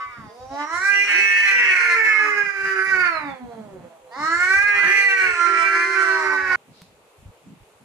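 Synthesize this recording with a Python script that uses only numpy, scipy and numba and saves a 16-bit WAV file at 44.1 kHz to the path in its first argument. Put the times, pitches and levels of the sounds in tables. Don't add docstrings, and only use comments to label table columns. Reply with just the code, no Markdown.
import sys
import numpy as np
from scipy import signal
from scipy.io import wavfile
from scipy.ndimage import uniform_filter1d, minimum_filter1d, map_coordinates
from numba import njit

SR = 44100
rng = np.random.default_rng(int(sys.argv[2]) if len(sys.argv) > 2 else 0)


def put_to_file(sound):
    columns = np.atleast_2d(sound).T
    safe = np.clip(columns, -1, 1)
    whole_steps = np.round(safe * 32767)
    wavfile.write(sys.argv[1], SR, whole_steps.astype(np.int16))


N = 345744
TIME = np.arange(N) / SR
TOP_HZ = 15400


def cats():
    # time in seconds, pitch in Hz, relative mouth level in dB, mouth resonance in Hz.
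    leader_tail = [(0, 255.6, -34, 1340), (.09, 248.4, -42, 1270), (.17, 235.4, -43.5, 1310),
                   (.28, 207.6, -49, 850)]
    leader_first = [(.3, 217.8, -48.5, 430), (.38, 248.3, -41.5, 599), (.48, 263, -42, 790),
                    (.55, 281.5, -30.5, 830), (.64, 296.4, -32.5, 1075), (.76, 348.5, -24.5, 1220),
                    (.845, 391.6, -19, 1548), (.91, 399.8, -15, 1710), (.97, 399, -20.5, 1890),
                    (1.05, 405, -20, 1870), (1.14, 401.8, -13, 1863), (1.42, 399, -17.5, 1837),
                    (1.52, 392.6, -18.5, 1730), (1.66, 382, -22.5, 1874), (1.76, 363.2, -14, 1508),
                    (2.0, 337.9, -24, 1470), (2.22, 304.3, -29, 1199), (2.52, 252.8, -41, 1217)]
    leader_second = [(4.125, 227.5, -42.5, 880), (4.16, 267.4, -33.5, 1020), (4.2, 294.7, -32.5, 1060),
                     (4.28, 324.6, -22, 1360), (4.39, 352, -20.5, 1460), (4.5, 379.7, -18, 1576),
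                     (4.66, 412.3, -15.5, 1705), (4.79, 401.6, -17, 1959), (4.99, 399.7, -12, 1950),
                     (5.09, 391, -18.5, 1796), (5.2, 379.2, -21, 1560), (5.38, 344.2, -22, 1367),
                     (5.5, 342.9, -22.5, 1380), (5.64, 335.1, -21, 1343), (5.78, 343.1, -22, 1540),
                     (5.91, 346.4, -24, 1620), (6.01, 342.5, -19.5, 1500), (6.1, 333.5, -23, 1253),
                     (6.18, 322, -26, 1080), (6.3, 299, -29.5, 1018), (6.55, 266.1, -32, 1063)]
    rival_first = [(1.06, 242.2, -34.5, 1450), (1.12, 313, -29, 1610), (1.28, 480.2, -30.5, 2020),
                   (1.48, 492.4, -23.5, 2017), (1.72, 474.2, -22.5, 1867), (1.92, 455.2, -29, 1832),
                   (2.06, 438.3, -18, 1653), (2.28, 419.6, -25.5, 1560), (2.42, 405.7, -26, 1556),
                   (2.56, 390.6, -29.5, 1507), (2.68, 388, -25.5, 1520), (2.8, 378.6, -28, 1416),
                   (2.88, 386.3, -20.5, 1601), (3.03, 359.5, -19.5, 1420), (3.18, 312.5, -33.5, 1169),
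                   (3.25, 289.2, -41, 910), (3.35, 261.2, -45.5, 840), (3.6, 218.7, -49.5, 620),
                   (3.82, 170.9, -52.5, 521.3), (4.04, 160.2, -58, 699)]
    rival_second = [(4.73, 225.4, -41, 1180), (4.79, 278.6, -29.5, 1360), (4.86, 349, -23.5, 1680),
                    (4.96, 435.5, -25, 1920), (5.1, 477, -39.5, 2040), (5.23, 463.7, -26.5, 1900),
                    (5.36, 418.5, -33, 1820), (5.5, 384.5, -33, 1652), (5.63, 389.3, -26, 1691),
                    (5.83, 386.3, -27, 1480), (5.979, 382, -29.5, 1410), (6.25, 383.7, -30.5, 1455),
                    (6.44, 375.1, -27.5, 1528), (6.549, 367.2, -18, 1430)]
    # time in seconds, pitch in Hz, relative level in dB.
    moan_path = [(3.73, 522, -55), (3.78, 523, -52.5), (3.85, 529.7, -44), (3.87, 575, -70),
                 (3.89, 651, -55), (3.94, 660, -50.5), (3.98, 646, -62), (4.02, 520, -62), (4.1, 502, -48)]
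    # loudest time in seconds,
    # seconds from there to 1/e, multiple of the yowl's pitch, relative level in dB.
    leader_swells = [(0.016, 0.043, 5, -34.5), (0.037, 0.067, 9, -47.5), (0.106, 0.054, 10, -49),
                     (.55, 0.026, 3, -39), (3.898, 0.028, 1, -61), (4.138, .02, 8, -45),
                     (4.175, 0.018, 7, -41), (4.35, 0.025, 5, -22), (5.91, 0.13, 5, -25.5),
                     (6.117, 0.087, 13, -49), (6.43, .05, 6, -33)]
    rival_swells = [(2.151, 0.036, 5, -21.5), (2.29, .05, 5, -29), (2.88, 0.042, 7, -44),
                    (3.14, 0.033, 2, -37.5), (3.05, .09, 13, -52), (3.16, 0.039, 13, -49),
                    (3.3, 0.07, 13, -62), (3.27, 0.041, 1, -36), (3.35, 0.038, 2, -50.5),
                    (3.43, 0.024, 1, -38.5), (3.52, 0.074, 2, -50), (3.61, 0.039, 1, -40.5),
                    (3.73, 0.059, 2, -53)]

    leader = leader_yowl(leader_tail, second_db=-14.5, nasal_rise_s=0.078,
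                         chest_db=-55, chest_drift_db_per_s=2)
    leader += leader_yowl(leader_first, second_db=-3.0, nasal_rise_s=0.71,
                          chest_db=-39.0, chest_drift_db_per_s=-4.5)
    leader += leader_yowl(leader_second, second_db=-11.5, nasal_rise_s=0.0094,
                          chest_db=-39.0, chest_drift_db_per_s=-2.5)
    leader += fade(moan_path) * overtone(*curves(moan_path))
    leader += swells(leader_second, leader_swells) + hisses()

    rival = rival_yowl(rival_first, second_db=-7.5, nasal_rise_s=1.0,
                       chest_db=-44.0, chest_drift_db_per_s=2.0)
    rival += rival_yowl(rival_second, second_db=-7.5, nasal_rise_s=0.37,
                        chest_db=-42.0, chest_drift_db_per_s=2.0)
    rival += swells(rival_first, rival_swells)

    both = yard(leader, pan_db=-4.0, level_db=-0.5) + yard(rival, pan_db=-7.0, level_db=2.0)
    cut_s = 6.558
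    return microphone_port(both) * ramp((cut_s - TIME) / .004 + .5)


def leader_yowl(table, second_db, nasal_rise_s, chest_db, chest_drift_db_per_s):
    # time in seconds, shift in cycles.
    doubling = [(1.05, 0), (1.1, .03), (1.22, .035), (1.32, .043), (1.42, .043), (1.5, 0)]
    # time in seconds, roughness from 0 to 1.
    rasp = [(0, .04), (1.03, .06), (1.1, .14), (1.2, .06), (1.62, .12), (1.8, .4), (2.0, .2), (4.15, .03),
            (4.5, .07), (5.15, .06), (5.28, .3), (5.42, .1), (6.0, .1), (6.25, .18), (6.5, .22)]
    # slack centre in Hz, open centre in Hz, base width in Hz, relative gain in dB.
    throat = [(3700, 4400, 530, 6), (4780, 5650, 800, 2), (4670, 5050, 480, 0), (6450, 7750, 460, -2.5),
              (9000, 10600, 1000, -6.5), (13000, 12000, 2000, -12)]
    return yowl(table, nasal_rise_s, chest_db, chest_drift_db_per_s,
                curves(doubling)[0], curves(rasp)[0], throat, open_hz=350, upper_db=-27.0,
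                mouth_width_hz=174, second_ratio=1.475, second_width_hz=253, second_db=second_db,
                creak=0.049, chest_knee_hz=272, chest_fall_db_per_hz=3.5, octave_db=-21.5)


def rival_yowl(table, second_db, nasal_rise_s, chest_db, chest_drift_db_per_s):
    # time in seconds, roughness from 0 to 1.
    rasp = [(1.07, .5), (1.3, .6), (1.6, .65), (1.85, .8), (1.98, .45), (2.06, .12), (2.4, .13),
            (2.55, .28), (2.8, .3), (2.88, .1), (3.05, .17), (3.2, .22), (3.9, .25), (4.75, .42),
            (4.9, .38), (5.2, .65), (5.42, .5), (5.58, .18), (6.2, .2), (6.5, .27)]
    # slack centre in Hz, open centre in Hz, base width in Hz, relative gain in dB.
    throat = [(2900, 4400, 290, 0.5), (3220, 5260, 450, 6), (3900, 6300, 580, -0.5), (5600, 6800, 800, -12),
              (8680, 10900, 570, -10), (12820, 14000, 1740, -12.5)]
    return yowl(table, nasal_rise_s, chest_db, chest_drift_db_per_s,
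                np.zeros(N), curves(rasp)[0], throat, open_hz=416.4, upper_db=-29.0,
                mouth_width_hz=228, second_ratio=1.37, second_width_hz=527, second_db=second_db,
                creak=0.06, chest_knee_hz=338.6, chest_fall_db_per_hz=0.2, octave_db=-20)


def yowl(table, nasal_rise_s, chest_db, chest_drift_db_per_s, doubling, rasp, throat, open_hz, upper_db,
         mouth_width_hz, second_ratio, second_width_hz, second_db, creak,
         chest_knee_hz, chest_fall_db_per_hz, octave_db):
    gate, out = fade(table), np.zeros(N)
    live = gate > 0
    hz, db, mouth_hz = (c[live] for c in glide(table))
    age_s = TIME[live] - table[0][0]
    strain = ramp((hz - 449) / 35.3)
    slack = ramp((435 - hz) / 109.4)
    mouth_hz = mouth_hz * (1 + .018 * walk(13)[live])
    turns, folds, puffs = glottis(hz, rasp[live] + creak * slack, doubling[live], live)

    nasal = undb(second_db) * ramp(age_s / nasal_rise_s) ** 2
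    mouth = mouth_sound(folds, mouth_hz, mouth_width_hz, nasal, second_ratio, second_width_hz)

    opening = ramp((hz - 247) / (open_hz - 247))
    upper = throat_sound(undb(-5) * folds + undb(-12) * puffs, throat, opening)
    balance_db = upper_db - 5.2 * np.log2(np.maximum(mouth_hz, 900) / 1500)
    upper = undb(balance_db + 1.0 * walk(5.8)[live]) * upper

    body_db = chest_db + chest_drift_db_per_s * age_s
    body_db = body_db - chest_fall_db_per_hz * np.maximum(chest_knee_hz - hz, 0)
    body_db = body_db - 3.5 * strain - 3 * rasp[live] + 2.2 * walk(14)[live]
    chest = undb(body_db) * chest_hum(turns, octave_db)

    growl = undb(-33) * unit(resonate(resonate(puffs, 480, 380), 480, 380))
    flutter_db = (1.2 + 1.7 * slack) * walk(22)[live]
    out[live] = (undb(db) * (mouth + upper + growl) + chest) * undb(flutter_db)
    return gate * out


def glottis(hz, rough, doubling, live):
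    lurch = (.004, .45, .035)
    pitch_lurch, strength_lurch, split = lurch
    turns = np.cumsum(hz * (1 + (.001 + pitch_lurch * rough) * walk(55)[live])) / SR
    jitter = .05 * rough * walk(260)[live]
    alternation = doubling + split * rough * walk(14)[live]
    cycles = turns + jitter + alternation * np.cos(np.pi * turns)
    noise = rng.standard_normal(N)[live]
    puffs = unit(noise * (1 + 0.82 * np.cos(2 * np.pi * cycles)))
    folds = pulses(cycles) * (1 + strength_lurch * rough * walk(110)[live])
    folds = folds + .33 * rough ** 2 * puffs
    return turns, folds, puffs


def pulses(cycles, count=31):
    half = np.pi * (cycles % 1) + 1e-9
    return (np.sin((2 * count + 1) * half) / np.sin(half) - 1) / np.sqrt(2 * count)


def mouth_sound(folds, mouth_hz, mouth_width_hz, nasal, second_ratio, second_width_hz):
    second_hz = np.clip(second_ratio * mouth_hz, 2060, 2634)
    main = svf(folds, mouth_hz, float(mouth_width_hz))
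    mouth = main - nasal * svf(folds, second_hz, float(second_width_hz))
    shut = np.clip((1000 - mouth_hz) / 350, 0, .9)
    mouth = (1 - shut) * mouth + shut * cut(mouth, 990, "low")
    return steady(cut(cut(mouth, 2947, "low", order=8), 300, "high"))


def throat_sound(airy, throat, opening):
    upper = 0
    spread = 1 - .35 * (1 - opening)
    for low_hz, high_hz, width_hz, gain_db in throat:
        centre = low_hz + opening * (high_hz - low_hz)
        width = 2 * width_hz * spread
        upper = upper + undb(gain_db) * svf(svf(airy, centre, width), centre, width)
    return steady(cut(upper, 3300, "high", order=4))


def chest_hum(turns, octave_db):
    hum = np.sin(2 * np.pi * turns) - undb(octave_db) * np.sin(2 * np.pi * 2 * turns)
    return np.sqrt(2) * hum


def swells(table, events):
    hz, out = glide(table)[0], np.zeros(N)
    for s, fall_s, harmonic, db in events:
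        out += np.exp(-((TIME - s) / fall_s) ** 2) * overtone(round(harmonic) * hz, db)
    return out


def overtone(hz, db):
    turns = np.cumsum(hz * (1 + .003 * walk(60))) / SR
    return np.sqrt(2) * undb(db + 2.5 * walk(25)) * np.sin(2 * np.pi * turns)


def hisses():
    # loudest time in seconds, seconds from there to 1/e, centre in Hz, glide in Hz per second,
    # relative level in dB.
    gaps = [(0.798, 0.066, 7260, 4995, -51.5), (1.26, 0.47, 5770, -4, -44),
            (2.833, 0.051, 10060, -5000, -58), (4.303, 0.11, 4360, 1192.5, -48.5),
            (4.39, 0.11, 7300, 3506, -49.5), (5.316, 0.15, 7840, -2000, -57)]
    width_hz = 360.
    out = np.zeros(N)
    for s, fall_s, hz, glide_hz_per_s, db in gaps:
        near = np.abs(TIME - s) < 3 * fall_s
        t = TIME[near] - s
        centre = np.clip(hz + glide_hz_per_s * t, 1000, TOP_HZ)
        noise = svf(rng.standard_normal(N)[near], centre, width_hz)
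        noise = unit(svf(noise, centre, width_hz))
        out[near] += undb(db) * np.exp(-(t / fall_s) ** 2) * noise
    return out


def yard(voice, pan_db, level_db):
    # delay to left in ms, delay to right in ms,
    # level against the direct sound in dB.
    reflections = [(1.074, 5.8, -31), (4.42, 2, -18), (6.24, 9, -22), (13.357, 11.2, -13),
                   (21.174, 27, -4.5)]
    t60_s, tail_db = .33, -7
    t = np.arange(SR // 2) / SR
    tail = rng.standard_normal((2, len(t))) * undb(-60 * t / t60_s)
    tail = cut(tail, 346, "high", order=3)
    response = undb(tail_db) * tail / np.sqrt(np.sum(tail ** 2) / 2)
    scatter = cut(rng.standard_normal((2, len(t))) * np.exp(-t / 0.0082), 3300, "high", order=3)
    response += undb(5.5) * scatter / np.sqrt(np.sum(scatter ** 2) / 2)
    for left_ms, right_ms, db in reflections:
        response[0, int(left_ms * SR / 1000)] += undb(db)
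        response[1, int(right_ms * SR / 1000)] += undb(db)
    echoes = signal.fftconvolve(voice[None], response, axes=1)[:, :N]
    drifting = [map_coordinates(e, [(TIME + .00007 * walk(5)) * SR], order=3) for e in echoes]
    heard = voice + np.array(drifting)
    bass = cut(heard, 393, "low", order=1)
    balance = undb(np.array([[pan_db], [-pan_db]]) / 2)
    return undb(level_db) * (bass + balance * (heard - bass))


def microphone_port(stereo):
    # centre in Hz, width in Hz, share added.
    port_lift = (2260, 770, 0.26)
    left, right = stereo
    left = left - 2 * resonate(left, 2740, 955)
    port_hz, port_width_hz, share = port_lift
    left = left + share * resonate(left, port_hz, port_width_hz)
    return np.array([left, right])


def low_rumble():
    # start in seconds, length in seconds, level in dB before it wavers.
    deep_rumbles = [(0.063, 0.053, -54), (0.194, 0.089, -55), (0.405, 0.13, -51), (0.745, 0.045, -54),
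                    (2.587, 0.041, -60), (2.92, 0.044, -56), (2.984, 0.072, -55), (3.149, 0.078, -55),
                    (3.288, 0.053, -54), (3.434, 0.07, -54), (3.733, 0.11, -58), (4.186, 0.042, -57),
                    (4.3, 0.16, -55), (4.563, 0.04, -46), (4.634, 0.05, -51), (4.735, 0.036, -54),
                    (4.942, 0.049, -49), (5.239, 0.097, -52), (6.262, 0.055, -59), (6.428, 0.13, -51),
                    (6.88, .025, -64), (7.185, 0.049, -53), (7.26, .04, -46), (7.612, 0.017, -50.5),
                    (7.75, .02, -70)]
    upper_rumbles = [(0.179, 0.1, -47.5), (0.899, 0.043, -55), (1.18, 0.047, -49.5), (1.54, 0.15, -55),
                     (2.44, 0.05, -54.5), (2.634, 0.039, -50.5), (2.876, 0.2, -52), (3.172, 0.043, -53),
                     (3.24, 0.11, -45.5), (3.438, 0.06, -51.5), (3.528, 0.35, -49.5), (4.192, 0.058, -50),
                     (4.62, 0.037, -62), (4.834, 0.042, -45), (5.264, 0.026, -55), (6.69, 0.044, -52.5),
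                     (7.23, 0.021, -57.5), (7.465, 0.068, -50.5), (7.81, 0.026, -56.5)]
    deep = rumble_band(42, 119.5, rumble_level(deep_rumbles, rest_db=-79))
    upper = rumble_band(126, 256, rumble_level(upper_rumbles, rest_db=-72))
    return deep + upper


def rumble_level(table, rest_db):
    attack_s, release_s = 0.011, 0.014
    gain = undb(rest_db + 6 * walk(12))
    for s, length, db in table:
        swell = ramp(1 + (TIME - s) / attack_s)
        release = ramp(1 + (s + length - TIME) / release_s)
        gain = gain + undb(db) * swell * release
    return 20 * np.log10(gain)


def rumble_band(low_hz, high_hz, db):
    noise = rng.standard_normal((2, N))
    mid, side = cut(cut(noise, high_hz, "low", order=6), low_hz, "high", order=4)
    return (steady(mid) + 0.34 * steady(side) * np.array([[1], [-1]])) * undb(db + 2 * walk(25))


def sleeve():
    # time in seconds, level in dB.
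    brush = [(6.66, -85), (6.76, -56.5), (6.82, -56.5), (6.95, -73)]
    noise = resonate(resonate(rng.standard_normal((2, N)), 4110, 2042), 4110, 2006)
    return unit(noise) * undb(curves(brush)[0])


def tap():
    # time in seconds, click level in dB, thud pitch in Hz, thud level in dB.
    finger_tap = (6.8187, -25, 175, -42)
    s, click_db, thud_hz, thud_db = finger_tap
    t = np.maximum(TIME - s, 0)
    rattle = rng.standard_normal((2, N)) * .05 * np.exp(-t / .007)
    click = undb(click_db) * (np.exp(-t / .00006) + rattle)
    thud = undb(thud_db) * np.sin(2 * np.pi * thud_hz * t) * np.exp(-t / 0.018)
    return (TIME >= s) * (click + thud)


def air():
    # frequency in Hz, relative noise density in dB per Hz.
    spectrum = [(220, -22), (380, -4), (440, -0.5), (620, -5), (1000, -7), (1660, -18.5), (2560, -13.5),
                (4960, -33.5), (8230, -18), (15000, -40)]
    f, db = np.transpose(spectrum)
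    out = 0
    for hz in 440 * 2 ** (np.arange(11) / 2):
        noise = rng.standard_normal((2, N))
        mid, side = resonate(resonate(noise, hz, hz / 2), hz, hz / 2)
        gain = undb(np.interp(np.log(hz), np.log(f), db) + 1.0 * walk(22.0))
        out = out + gain * (mid + min(hz / 1400, 1) * side * np.array([[1], [-1]]))
    return undb(-56) * unit(cut(out, 240, "high", order=4))


def undb(db):
    return 10 ** (np.asarray(db) / 20)


def curves(table):
    s, *columns = np.transpose(table)
    return [np.interp(TIME, s, c) for c in columns]


def glide(table, size=1765):
    return [uniform_filter1d(c, size) for c in curves(table)]


def fade(table):
    start, end = table[0][0], table[-1][0]
    return np.interp(TIME, [start - .02, start, end, end + 0.1], [0, 1, 1, 0])


def ramp(x):
    return np.clip(x, 0, 1)


def unit(x):
    return x / np.sqrt(np.mean(x ** 2))


def steady(x, size=2205):
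    return x / np.sqrt(np.abs(uniform_filter1d(x * x, size)) + 1e-14)


def walk(rate):
    k = max(int(SR / rate), 2)
    steps = np.repeat(rng.standard_normal(N // k + 1), k)
    return 1.338 * uniform_filter1d(steps, k)[:N]


def cut(x, hz, kind, order=2):
    return signal.sosfilt(signal.butter(order, min(hz, SR / 2 - 1), kind, fs=SR, output="sos"), x)


def resonate(x, hz, width_hz):
    return signal.lfilter(*signal.iirpeak(hz, hz / width_hz, fs=SR), x)


def svf(x, hz, width):
    return band_pass(x, hz, width / hz)


@njit
def band_pass(x, hz, damping):
    y, band, low = np.empty(len(x)), 0., 0.
    for i in range(len(x)):
        g, k = np.tan(np.pi * hz[i] / SR), damping[i]
        v = (band + g * (x[i] + 1e-18 - low)) / (1 + g * (g + k))
        band = 2 * v - band
        low += 2 * g * v
        y[i] = k * v
    return y


def scene():
    return cats() + low_rumble() + sleeve() + tap() + air()


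def record(dry):
    allowed = np.minimum(1, .53 / (np.abs(dry).max(axis=0) + 1e-9))
    gain = uniform_filter1d(minimum_filter1d(allowed, size=441), size=441)
    top_cut = signal.ellip(10, .2, 80, TOP_HZ, fs=SR, output="sos")
    return signal.sosfilt(top_cut, dry * gain)


dry = scene()
out = record(dry)
put_to_file(out)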